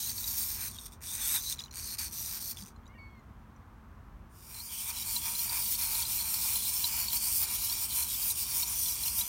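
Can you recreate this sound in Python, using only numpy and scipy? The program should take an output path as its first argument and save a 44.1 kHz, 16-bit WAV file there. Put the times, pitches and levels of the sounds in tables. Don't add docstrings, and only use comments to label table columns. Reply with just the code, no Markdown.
import sys
import numpy as np
from scipy import signal
from scipy.fft import rfft, irfft, next_fast_len
from scipy.io import wavfile
from scipy.ndimage import uniform_filter1d, map_coordinates

SR = 44100
rng = np.random.default_rng(int(sys.argv[2]) if len(sys.argv) > 2 else 0)


def bounce(signal):
    frames = np.transpose(np.atleast_2d(signal))
    limited = np.clip(frames, -1, 1)
    pcm = np.round(limited * 32767).astype(np.int16)
    wavfile.write(sys.argv[1], SR, pcm)


def invert_db(x):
    u = np.asarray(x, float) / 20
    return 10 ** u


N = 409248
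TIME = np.arange(N) / SR
TURN_S = 3.5


def clockwork():
    # start_s, chatter_db, brightness_db (lean of the gears to the microphone)
    drive_rows = [
        [(0, -35, -1.5), (0.29, -34, 2), (0.68, -34.5, 1.5), (0.7, -44, -4), (0.93, -49.5, -4),
         (1.08, -38, -4.5), (1.35, -28, -3), (1.53, -30.5, -1.5), (1.56, -51, -1.5), (1.7, -52.5, -2),
         (1.77, -38.5, -4), (2.51, -37.5, 3.5), (2.57, -44, -3), (2.68, -48, -4)],
        [(4.3, -32.5, -2.5), (5.7, -29, 0.7), (7.4, -26, 1.2), (9.28, -27, 0.7)],
    ]
    # start_s, foot_mode_hz, foot_db (over the case), case_db, shell_db
    footing = [(0, 3960, -8, 1.5, -1), (.12, 4570, -14, 0, -1.5), (.57, 4100, -4.5, -0.7, 1.5),
               (0.719, 3590, -5.5, 0.5, -2), (1.0, 3600, -6.5, -0.5, 0.5), (1.28, 3700, -3, -2.5, 1),
               (1.4, 4100, -3.5, 2, -1), (1.55, 3600, -14, 5, 6), (1.721, 4450, -5.5, 0.8, -1),
               (2.1, 4600, -26, 1.5, -0.3), (2.42, 4370, -6.5, 0, -2), (2.56, 3600, -13, 2.5, -1),
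               (4.3, 5070, -9, 1, 4), (4.539, 4190, 1, -0.5, 2), (4.62, 4790, -1, -1, -2.5),
               (4.691, 3300, -5, 1, 2.5), (4.82, 3536, -9, 0.2, 3), (4.93, 4080, -10, 2.5, 1.5),
               (5.04, 4450, -9, -1.1, -.6), (5.2, 4190, -14, 1, 0.6), (5.43, 4520, -6, -1, 0.5),
               (5.7, 4240, -10, 0.3, -0.2), (6.0, 4100, -15, 0.5, 0.5), (6.18, 4200, -1, 0, 3),
               (6.25, 4320, -8.5, 0, 1.1), (6.53, 4150, -6, -0.5, -1.5), (6.7, 4200, -10, -0.5, 0.5),
               (6.93, 4520, -7, 0.5, -1.5), (7.062, 4234, -1, 0, -3.5), (7.122, 4300, -0.5, -2, 3),
               (7.152, 4554, -7.5, -0.4, -2.5), (7.43, 4080, -10, 0.9, -2.5), (7.8, 4420, -10.5, -0.2, -1),
               (7.9, 4087, -4.5, -1.5, -3.5), (8.079, 4242, -23, 0.6, -4), (8.38, 4420, -8.5, 0.4, -4),
               (8.56, 5920, -6, 0.3, -4), (8.95, 5800, -24, 1, -3.5), (9.052, 2940, -10, 3, -2),
               (9.085, 5800, -6, -1.1, -3)]
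    stall_db_per_s, full_speed_db = (584.5, 0), (-34.5, -30.5)
    dull_db_per_brake_db = (0.1042, 0.51)

    level_db, lean_db = np.where(TIME < TURN_S, *map(curves, drive_rows))
    lost_db = braking()
    stall_s = drive_rows[0][-1][0]
    level_db = level_db - lost_db - pose(stall_db_per_s) * (TIME - stall_s).clip(0, .12)
    slower_db = (pose(full_speed_db) - level_db).clip(-9, 45)
    bright_db = lean_db - pose(dull_db_per_brake_db) * lost_db.clip(-9, 15)

    columns = np.transpose(footing)
    stance = np.searchsorted(columns[0], TIME, "right").clip(1) - 1
    _, foot_hz, foot_db, grip_db, hollow_db = columns[:, stance]

    contacts = chatter(slower_db, burst_s=.0008, size_db=.9)
    drive, rocking, hollow = contacts * spiky(rng.standard_normal((3, N)))
    gears = gear_train(drive, bright_db)
    case = case_rattle(drive, rocking, slower_db, foot_hz, foot_db, grip_db)
    small = filtered(gears + case, lambda hz: (hz / 2700) ** 3 / np.sqrt(1 + (hz / 2700) ** 6))
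    shell = hollow_shell(hollow, slower_db, hollow_db)

    faded = np.where(TIME < TURN_S, 1, fade_in() ** 1.29)
    unsteady_db = .7 * wobble(16) + .8 * wobble(30)
    return faded * invert_db(level_db - 3 + unsteady_db) * (small + shell)


def chatter(slower_db, burst_s, size_db):
    teeth_hz, slowest_hz, speed_per_db = 440, 135, .5
    coast_db, coast_slide = 17, 3
    speed = invert_db(-speed_per_db * slower_db).clip(slowest_hz / teeth_hz, 1)
    rate = teeth_hz * speed
    scatter = pose((.35, .45))
    slide = pose((.75, 1.9)) * speed ** .5
    coasting = (slower_db > coast_db) & (np.gradient(slower_db) > 0)
    slide = slide + coast_slide * uniform_filter1d(coasting * 1., size=200)

    meshed = np.cumsum(rate * (1 + scatter * wobble(9) / 4)) / SR
    at = np.flatnonzero(np.diff(np.floor(meshed)))
    luck = rng.standard_normal((8000, 2))[:len(at)]
    at = np.clip(at + scatter[at] * luck[:, 0] * SR / rate[at] / 2, 0, N - 1).astype(int)
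    teeth = np.bincount(at, invert_db(size_db * luck[:, 1]), N)
    gate = signal.lfilter([1], [1, -np.exp(-1 / (burst_s * SR))], teeth)
    gate = uniform_filter1d(uniform_filter1d(gate, size=36), size=24)

    def loudness(v):
        return np.sqrt(np.abs(uniform_filter1d(v ** 2, size=900)) + 1e-9)

    gate = gate / loudness(gate) + slide
    return gate / loudness(gate)


def braking():
    # slowest_s, brake_db (negative is a surge), braking_s, recovery_s
    loads = [(0.002, -4.5, 0.0023, 0.008), (0.222, 3, 0.012, 0.015), (0.28, -4, 0.019, 0.02),
             (1.347, -1.5, 0.015, 0.017), (0.138, 6.5, 0.039, 0.063), (0.385, -6.5, 0.015, 0.016),
             (0.589, 5.5, 0.047, 0.0142), (0.733, 7, 0.018, 0.01), (0.783, 8, 0.02, 0.0039),
             (0.864, -7.5, 0.013, 0.008), (0.912, 21.5, 0.043, 0.0053), (1.005, 49, 0.077, 0.021),
             (1.178, 6, 0.026, 0.023), (1.417, 13.5, 0.053, 0.13), (1.573, 8, 0.012, 0.014),
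             (1.628, 3, 0.032, 0.0035), (1.703, 28, 0.058, 0.053), (1.978, 18, 0.033, 0.013),
             (1.987, -9.5, 0.008, 0.015), (2.11, 14, 0.044, 0.023), (2.4, 8, 0.024, 0.0047),
             (2.514, -5, 0.021, 0.0053), (2.553, 14, 0.035, 0.026), (2.641, 9, 0.011, 0.13)]
    loads_turned = [(4.893, -2.5, 0.054, 0.0095), (5.04, 3, 0.013, 0.013), (5.394, -2.5, 0.022, 0.019),
                    (5.72, -3.5, 0.017, 0.014), (6.345, -3.5, 0.015, 0.0084), (6.584, 2.5, 0.013, 0.02),
                    (7.13, -2.5, 0.014, 0.03), (7.94, 0, 0.021, 0.028), (8.03, -2.5, 0.022, 0.014),
                    (8.595, 1, 0.014, 0.01), (8.631, -1.5, 0.014, 0.0054), (9.075, -2.5, 0.022, 0.01),
                    (9.188, -4, 0.015, 0.0152), (4.922, 6, 0.023, 0.19), (5.21, 6, 0.031, 0.02763),
                    (5.334, 3.5, 0.017, 0.0303), (5.483, 4, 0.034, 0.0857), (5.775, 7, 0.034, 0.0198),
                    (5.885, 2.5, 0.035, 0.0977), (6.045, 5, 0.017, 0.14), (6.235, 4.5, 0.027, 0.0512),
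                    (6.36, 3.5, 0.033, 0.1305), (6.613, 5, 0.047, 0.053), (6.717, 6, 0.026, 0.0765),
                    (6.809, 2.5, 0.049, 0.1), (6.906, 7, 0.036, 0.0814), (7.091, 8.4, 0.084, 0.0497),
                    (7.197, 8, 0.045, 0.0776), (7.464, 10, 0.031, 0.078), (7.574, 6, 0.019, 0.14),
                    (7.683, 3.5, 0.024, 0.0517), (7.761, 7.5, 0.036, 0.097), (7.877, 7, 0.021, 0.0697),
                    (8.064, 8, 0.076, 0.0952), (8.17, 2.6, 0.024, 0.028), (8.341, 12, 0.028, 0.061),
                    (8.454, 8.4, 0.025, 0.17), (8.65, 6, 0.027, 0.091), (8.723, 1.5, 0.045, 0.119),
                    (8.862, 3, 0.028, 0.091), (8.994, 9.5, 0.079, 0.046), (9.114, 4.5, 0.038, 0.078),
                    (9.273, 8.5, 0.07, 0.05)]
    lost_db = np.zeros(N)
    for s, db, fall_s, recover_s in [*loads, *loads_turned]:
        span = slice(max(round((s - fall_s) * SR), 0), round((s + 8 * recover_s) * SR))
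        t = TIME[span] - s
        back = 1 - (1 - invert_db(-db)) * np.exp(-t.clip(0) / recover_s)
        lost_db[span] += np.where(t < 0, db * (1 + t / fall_s), -20 * np.log10(back))
    return lost_db


def gear_train(drive, bright_db):
    # centre_hz, width_hz, level_db
    gear_modes = [
        [(8740, 780, 2), (11130, 320, 1.5), (12120, 1500, 1), (16300, 2100, -4)],
        [(8890, 750, -3.5), (9840, 116, 1.5), (12000, 2300, -4.5), (13100, 810, -1), (14600, 1400, -2),
         (15300, 470, -9)],
    ]
    gears = patchy(posed(drive, gear_modes), patchy_db=1.2, streak_db=2.4)
    top = filtered(gears, lambda hz: hz > 10800)
    return (gears - top) * invert_db(-bright_db / 2) + top * invert_db(bright_db / 2)


def case_rattle(drive, rocking, slower_db, foot_hz, foot_db, grip_db):
    # centre_hz, width_hz, level_db
    case_modes = [
        [(4100, 950, -8.5), (4650, 550, -4.5), (5610, 400, -3), (6120, 236, 0.5), (6910, 800, -9)],
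        [(3300, 2570, -7.5), (4200, 770, -1), (5050, 1420, -1.5), (5620, 690, 3), (7100, 250, 1),
         (7190, 200, 1.5)],
    ]
    case_db = pose((-3, -5)) + pose((0.14, 0.24)) * slower_db + 0.32 * slower_db.clip(max=0)
    case = patchy(posed(drive, case_modes), patchy_db=1.2, streak_db=2.4)
    foot_gain = invert_db(uniform_filter1d(foot_db, size=900) + 2.6 * wobble(25))
    case += foot_gain * moving_mode(rocking, foot_hz * (1 + .02 * wobble(12)), width_hz=330)
    return invert_db(case_db - 2.5 + uniform_filter1d(grip_db, size=2000)) * case


def hollow_shell(hollow, slower_db, hollow_db):
    # centre_hz, width_hz, level_db
    shell_modes = [
        [(874, 99, 3), (1690, 680, 1.5), (1940, 72, 8.5), (2370, 270, 5)],
        [(932, 113, 3), (1433, 397, -6.5), (2370, 140, 5)],
    ]
    shell_db = pose((-19.5, -20.5)) + pose((0.29, 0.53)) * slower_db
    shell_db = shell_db + 0.47 * (TIME - 7).clip(-3) * (TIME > TURN_S)
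    shell_db = shell_db + uniform_filter1d(hollow_db, size=2000)
    return invert_db(shell_db + 3.0 + 2.76 * wobble(11)) * posed(hollow, shell_modes)


def feet_and_loose_parts():
    # start_s, peak_db, pitch_hz, upper_mode_db
    steps = [(0.0974, -26.5, 4570, -10), (0.182, -27, 4460, 0), (0.2428, -25.5, 3880, -6),
             (0.2614, -47, 4650, -2), (0.2773, -26, 4730, 8), (0.3774, -43, 4590, -4),
             (0.7674, -42, 3280, -15), (0.787, -30, 3695, -17), (0.9233, -53, 3490, 6),
             (1.0086, -61, 3580, 1), (1.3379, -39.5, 3800, -9.5), (1.3622, -22.5, 3970, -19),
             (1.5254, -25, 3650, -1), (1.5754, -42, 4020, 6), (1.592, -28.5, 3820, -15),
             (1.598, -30.5, 4990, 8), (1.6054, -31, 3470, -17), (1.619, -35, 3960, 9),
             (1.6395, -30.5, 4100, 8), (1.6606, -39.5, 3930, 0), (1.6821, -47.5, 3006, -15),
             (1.7122, -37, 4150, 14), (1.7407, -42.5, 4100, -4), (1.987, -32, 4650, 6),
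             (2.572, -34, 3487, -14), (2.587, -40, 3260, 0), (2.6244, -37, 4580, -12)]
    # start_s, peak_db, pitch_hz, upper_mode_db
    clacks_turned = [(4.5463, -39, 4200, -18), (4.7773, -37, 3300, -7), (4.903, -32, 4500, -22),
                     (5.023, -31, 3884, -20), (5.1647, -20, 4070, -6), (5.3926, -25, 4220, -16),
                     (5.496, -25, 4650, -22), (5.6608, -30, 4650, -13), (5.81, -34, 4100, -8),
                     (5.9526, -25.5, 4170, -10), (6.024, -25, 4440, 3), (6.0305, -28, 3300, -4),
                     (6.198, -34, 4300, -15), (6.2088, -25.5, 4350, -15), (6.342, -26, 4400, -11),
                     (6.557, -24, 4120, -15), (6.662, -28, 4200, -10), (6.65, -31, 3800, -15),
                     (6.6947, -33, 4397, 1), (6.8425, -16.5, 4020, -27), (6.846, -26, 3900, -27),
                     (6.9745, -42, 4392, -8), (7.0833, -21.5, 4460, -20), (7.102, -31, 3850, -21),
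                     (7.1295, -27, 4090, -17), (7.6972, -24, 4200, 5), (7.7243, -25, 4600, -17),
                     (6.854, -25, 4300, -12), (8.0267, -25, 4240, 2), (8.626, -29, 3820, -12),
                     (8.6316, -20.5, 4390, -7), (8.8603, -26.5, 4320, -18), (8.884, -26, 4000, -5),
                     (9.0803, -24, 4250, 1), (9.213, -23, 3920, -23),
                     (4.6014, -36, 4343, -13), (5.1594, -26, 4070, -1), (5.7514, -27, 4414, -7),
               (6.0531, -26, 4100, -1), (6.421, -27.5, 4600, -6), (6.605, -35, 3350, -11),
               (6.8764, -27.5, 4530, 3), (7.1677, -24.5, 4530, -12), (7.441, -27.5, 4560, -6),
               (7.9875, -37, 4193, -8), (8.1463, -33.5, 3490, -11), (8.2275, -28, 4490, -11),
               (8.305, -26, 3970, -6), (8.923, -34.5, 3950, -8), (9.0358, -27, 4140, 0),
               (4.968, -33, 4050, -10), (5.353, -25, 4090, -11), (5.474, -35, 4490, -8),
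               (5.529, -28, 4800, -8), (5.574, -35, 4760, -6), (5.92, -32, 4603, 3), (6.002, -27, 5310, -1),
               (6.067, -25.5, 4880, -7), (6.223, -30, 4100, -12), (7.9043, -31, 4390, -13),
               (7.9236, -32, 3704, -8), (8.571, -31, 6750, -1.5), (8.595, -26, 6800, -1.5),
               (8.68, -26.5, 7100, -1), (9.061, -28.5, 2856, 5), (9.1007, -31, 4330, -3),
               (9.189, -30, 3750, -4)]
    settling = [
        (2.7626, -58, 4130, -5),
        (2.8335, -66, 3300, -9),
        (2.8574, -58, 3640, -13),
        (2.8659, -55, 3910, -16),
        (2.8785, -53.5, 5980, -7),
        (3.1944, -67, 4180, 0),
        (3.5633, -62, 5900, -1),
    ]
    facing = clacks(steps, t60=.014, gain_db=-1.2, scuff_s=.0013, knock_db=-26)
    turned = clacks(clacks_turned, t60=.017, gain_db=-1.6, scuff_s=.002, knock_db=-20)
    ticks = clacks(settling, t60=0.018, gain_db=2.0, scuff_s=0.0016, knock_db=-38)
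    return facing + turned + ticks


def clacks(events, t60, gain_db, scuff_s, knock_db):
    out = np.zeros(N + SR)
    t = np.arange(SR // 10) / SR
    for s, db, hz, upper_db in events:
        luck = rng.standard_normal((2, len(t)))
        modes = [(hz, 0), (0.79 * hz, -9), (0.85 * hz, -5), (1.2 * hz, -5), (1.8 * hz, -8),
                 (5900, upper_db), (6750, upper_db + 2.5)]
        ring = sum(invert_db(g - 60 * t / t60) * np.sin(2 * np.pi * f * t) for f, g in modes)
        swell = (t / scuff_s) ** 2 * np.exp(-2 * t / scuff_s)
        scuff = np.diff(swell * luck[0] * luck[1], prepend=0)
        ragged = signal.fftconvolve(scuff, ring)[:len(t)]
        blow = invert_db(-60 * t / (t60 * 1.6)) * (1 - np.exp(-t / scuff_s)) ** 2 * np.sin(2 * np.pi * hz * t)
        hit = ragged / np.abs(ragged).max() + .7 * blow / np.abs(blow).max()
        knock = invert_db(knock_db - 60 * t / 0.089) * (1 - np.exp(-t / 0.0036)) * np.sin(2 * np.pi * 950 * t)
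        clack = hit / np.abs(hit).max() + 0.32 * scuff + knock
        out[round((s - .002) * SR):][:len(t)] += invert_db(db + gain_db) * clack
    return out[:N]


def gull():
    # time_s, second_partial_hz, level_db
    call = [
        [(2.875, 2000, -72), (2.9, 2110, -73), (2.935, 2220, -72), (2.96, 2380, -61)],
        [(2.94, 1960, -66), (2.958, 1860, -70), (2.995, 1850, -66)],
        [(2.968, 2360, -67), (2.992, 2232, -61), (3.07, 2208, -62), (3.1, 2190, -70), (3.14, 2190, -69),
         (3.2, 2070, -71), (3.22, 2030, -76)],
        [(3.085, 3310, -82), (3.165, 3270, -82)],
    ]
    # frequency_ratio, level_db
    call_partials = [
        [(1, 0), (4 / 3, -12)],
        [(1, 1), (3 / 2, -5), (5 / 4, -14)],
        [(1, 0), (2, -15)],
        [(1, -2)],
    ]
    out = np.zeros(N)
    for rows, partials in zip(call, call_partials):
        hz, db = curves(rows)
        edge = np.clip(np.minimum(TIME - rows[0][0], rows[-1][0] - TIME) / .016, 0, 1)
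        phase = 2 * np.pi * np.cumsum(hz) / SR
        gain = edge * invert_db(db + 8 + 2.0 * wobble(55))
        out += gain * sum(invert_db(g) * edge ** k * np.sin(k * phase) for k, g in partials)
    return out


def traffic():
    # frequency_hz, density_db (per Hz)
    road_spectrum = [(13, -52), (22, -42), (43, -1), (76, -1), (178, -14), (222, -11), (255, -16.5),
                     (284, -18.5), (566, -27.5), (1100, -20.5), (2640, -39), (4970, -48), (6030, -46.5),
                     (7520, -51), (15800, -49.5)]
    hz, db = np.transpose(road_spectrum)

    def road_response(f):
        port_dip_db = 6 * np.exp(-((f - 10400) / 380) ** 2)
        return invert_db(np.interp(np.log(f + 1), np.log(hz), db) - port_dip_db)

    road = filtered(rng.standard_normal(N), road_response)
    engine_hz = 233 - 2.5 * TIME + .5 * wobble(3)
    engine = invert_db(-13.5 + 1.5 * wobble(4)) * np.sin(2 * np.pi * np.cumsum(engine_hz) / SR)
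    thud = invert_db(-43.5) * np.exp(-((TIME - 2.633) / .014) ** 2) * np.sin(2 * np.pi * 197 * TIME)
    going = invert_db(-51.5) * (1 - fade_in())
    coming = invert_db(-51) * fade_in() ** 1.3
    return np.hypot(going, coming) * unit(road) + going * engine + thud


def pose(pair):
    return np.where(TIME < TURN_S, *pair)


def posed(x, modes):
    early = TIME < TURN_S
    facing = resonant(x * early, modes[0]) * np.sqrt(early.mean())
    turned = resonant(x * ~early, modes[1]) * np.sqrt(1 - early.mean())
    return facing + turned


def fade_in():
    start_s, length_s = 4.282, 0.83
    return np.clip((TIME - start_s) / length_s, 1e-3, 1)


def resonant(x, modes):
    def body(f):
        total = 0
        for k, (centre, width, db) in enumerate(modes):
            damped = 1j * f * width
            total = total + (-1) ** k * invert_db(db) * damped / (centre * centre - f * f + damped)
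        return total

    return unit(filtered(x, body))


def moving_mode(x, hz, width_hz):
    turn = np.exp(2j * np.pi * np.cumsum(hz) / SR)
    slow = signal.sosfilt(signal.butter(2, width_hz / SR, output="sos"), x / turn)
    return unit((slow * turn).real)


def patchy(x, patchy_db, streak_db):
    z = signal.stft(x, nperseg=512)[2]
    broad, narrow = rng.standard_normal((2, *z.shape))
    broad = uniform_filter1d(uniform_filter1d(broad, size=9, axis=0), size=10, axis=1)
    narrow = uniform_filter1d(uniform_filter1d(narrow, size=2, axis=0), size=28, axis=1)
    gain = invert_db(patchy_db * unit(broad) + streak_db * unit(narrow))
    gain /= np.sqrt(np.average(gain ** 2, axis=0, weights=np.mean(np.abs(z) ** 2, axis=1)))
    return unit(signal.istft(z * gain, nperseg=512)[1][:N])


def spiky(x):
    return x * np.abs(x) ** .4


def filtered(x, response):
    m = next_fast_len(N + 8192)
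    return irfft(rfft(x, m) * response(np.fft.rfftfreq(m, 1 / SR)), m)[:N]


def curves(rows, t=TIME):
    s, *cols = np.transpose(rows)
    return [np.interp(t, s, c) for c in cols]


def wobble(rate):
    return map_coordinates(rng.standard_normal(int(N * 60 / SR) + 4), [TIME * min(rate, 60)])


def unit(x):
    return x / np.sqrt(np.mean(x ** 2) + 1e-20)


def scene():
    mono = clockwork() + feet_and_loose_parts() + gull() + traffic()
    return np.tile(mono, (2, 1))


def roll_off(x):
    return signal.sosfilt(signal.butter(12, 17060, fs=SR, output="sos"), x)


def record(dry):
    limited = filtered(dry[0], lambda hz: hz < 15830)
    return roll_off(np.tile(limited, (2, 1)))


dry = scene()
out = record(dry)
bounce(out)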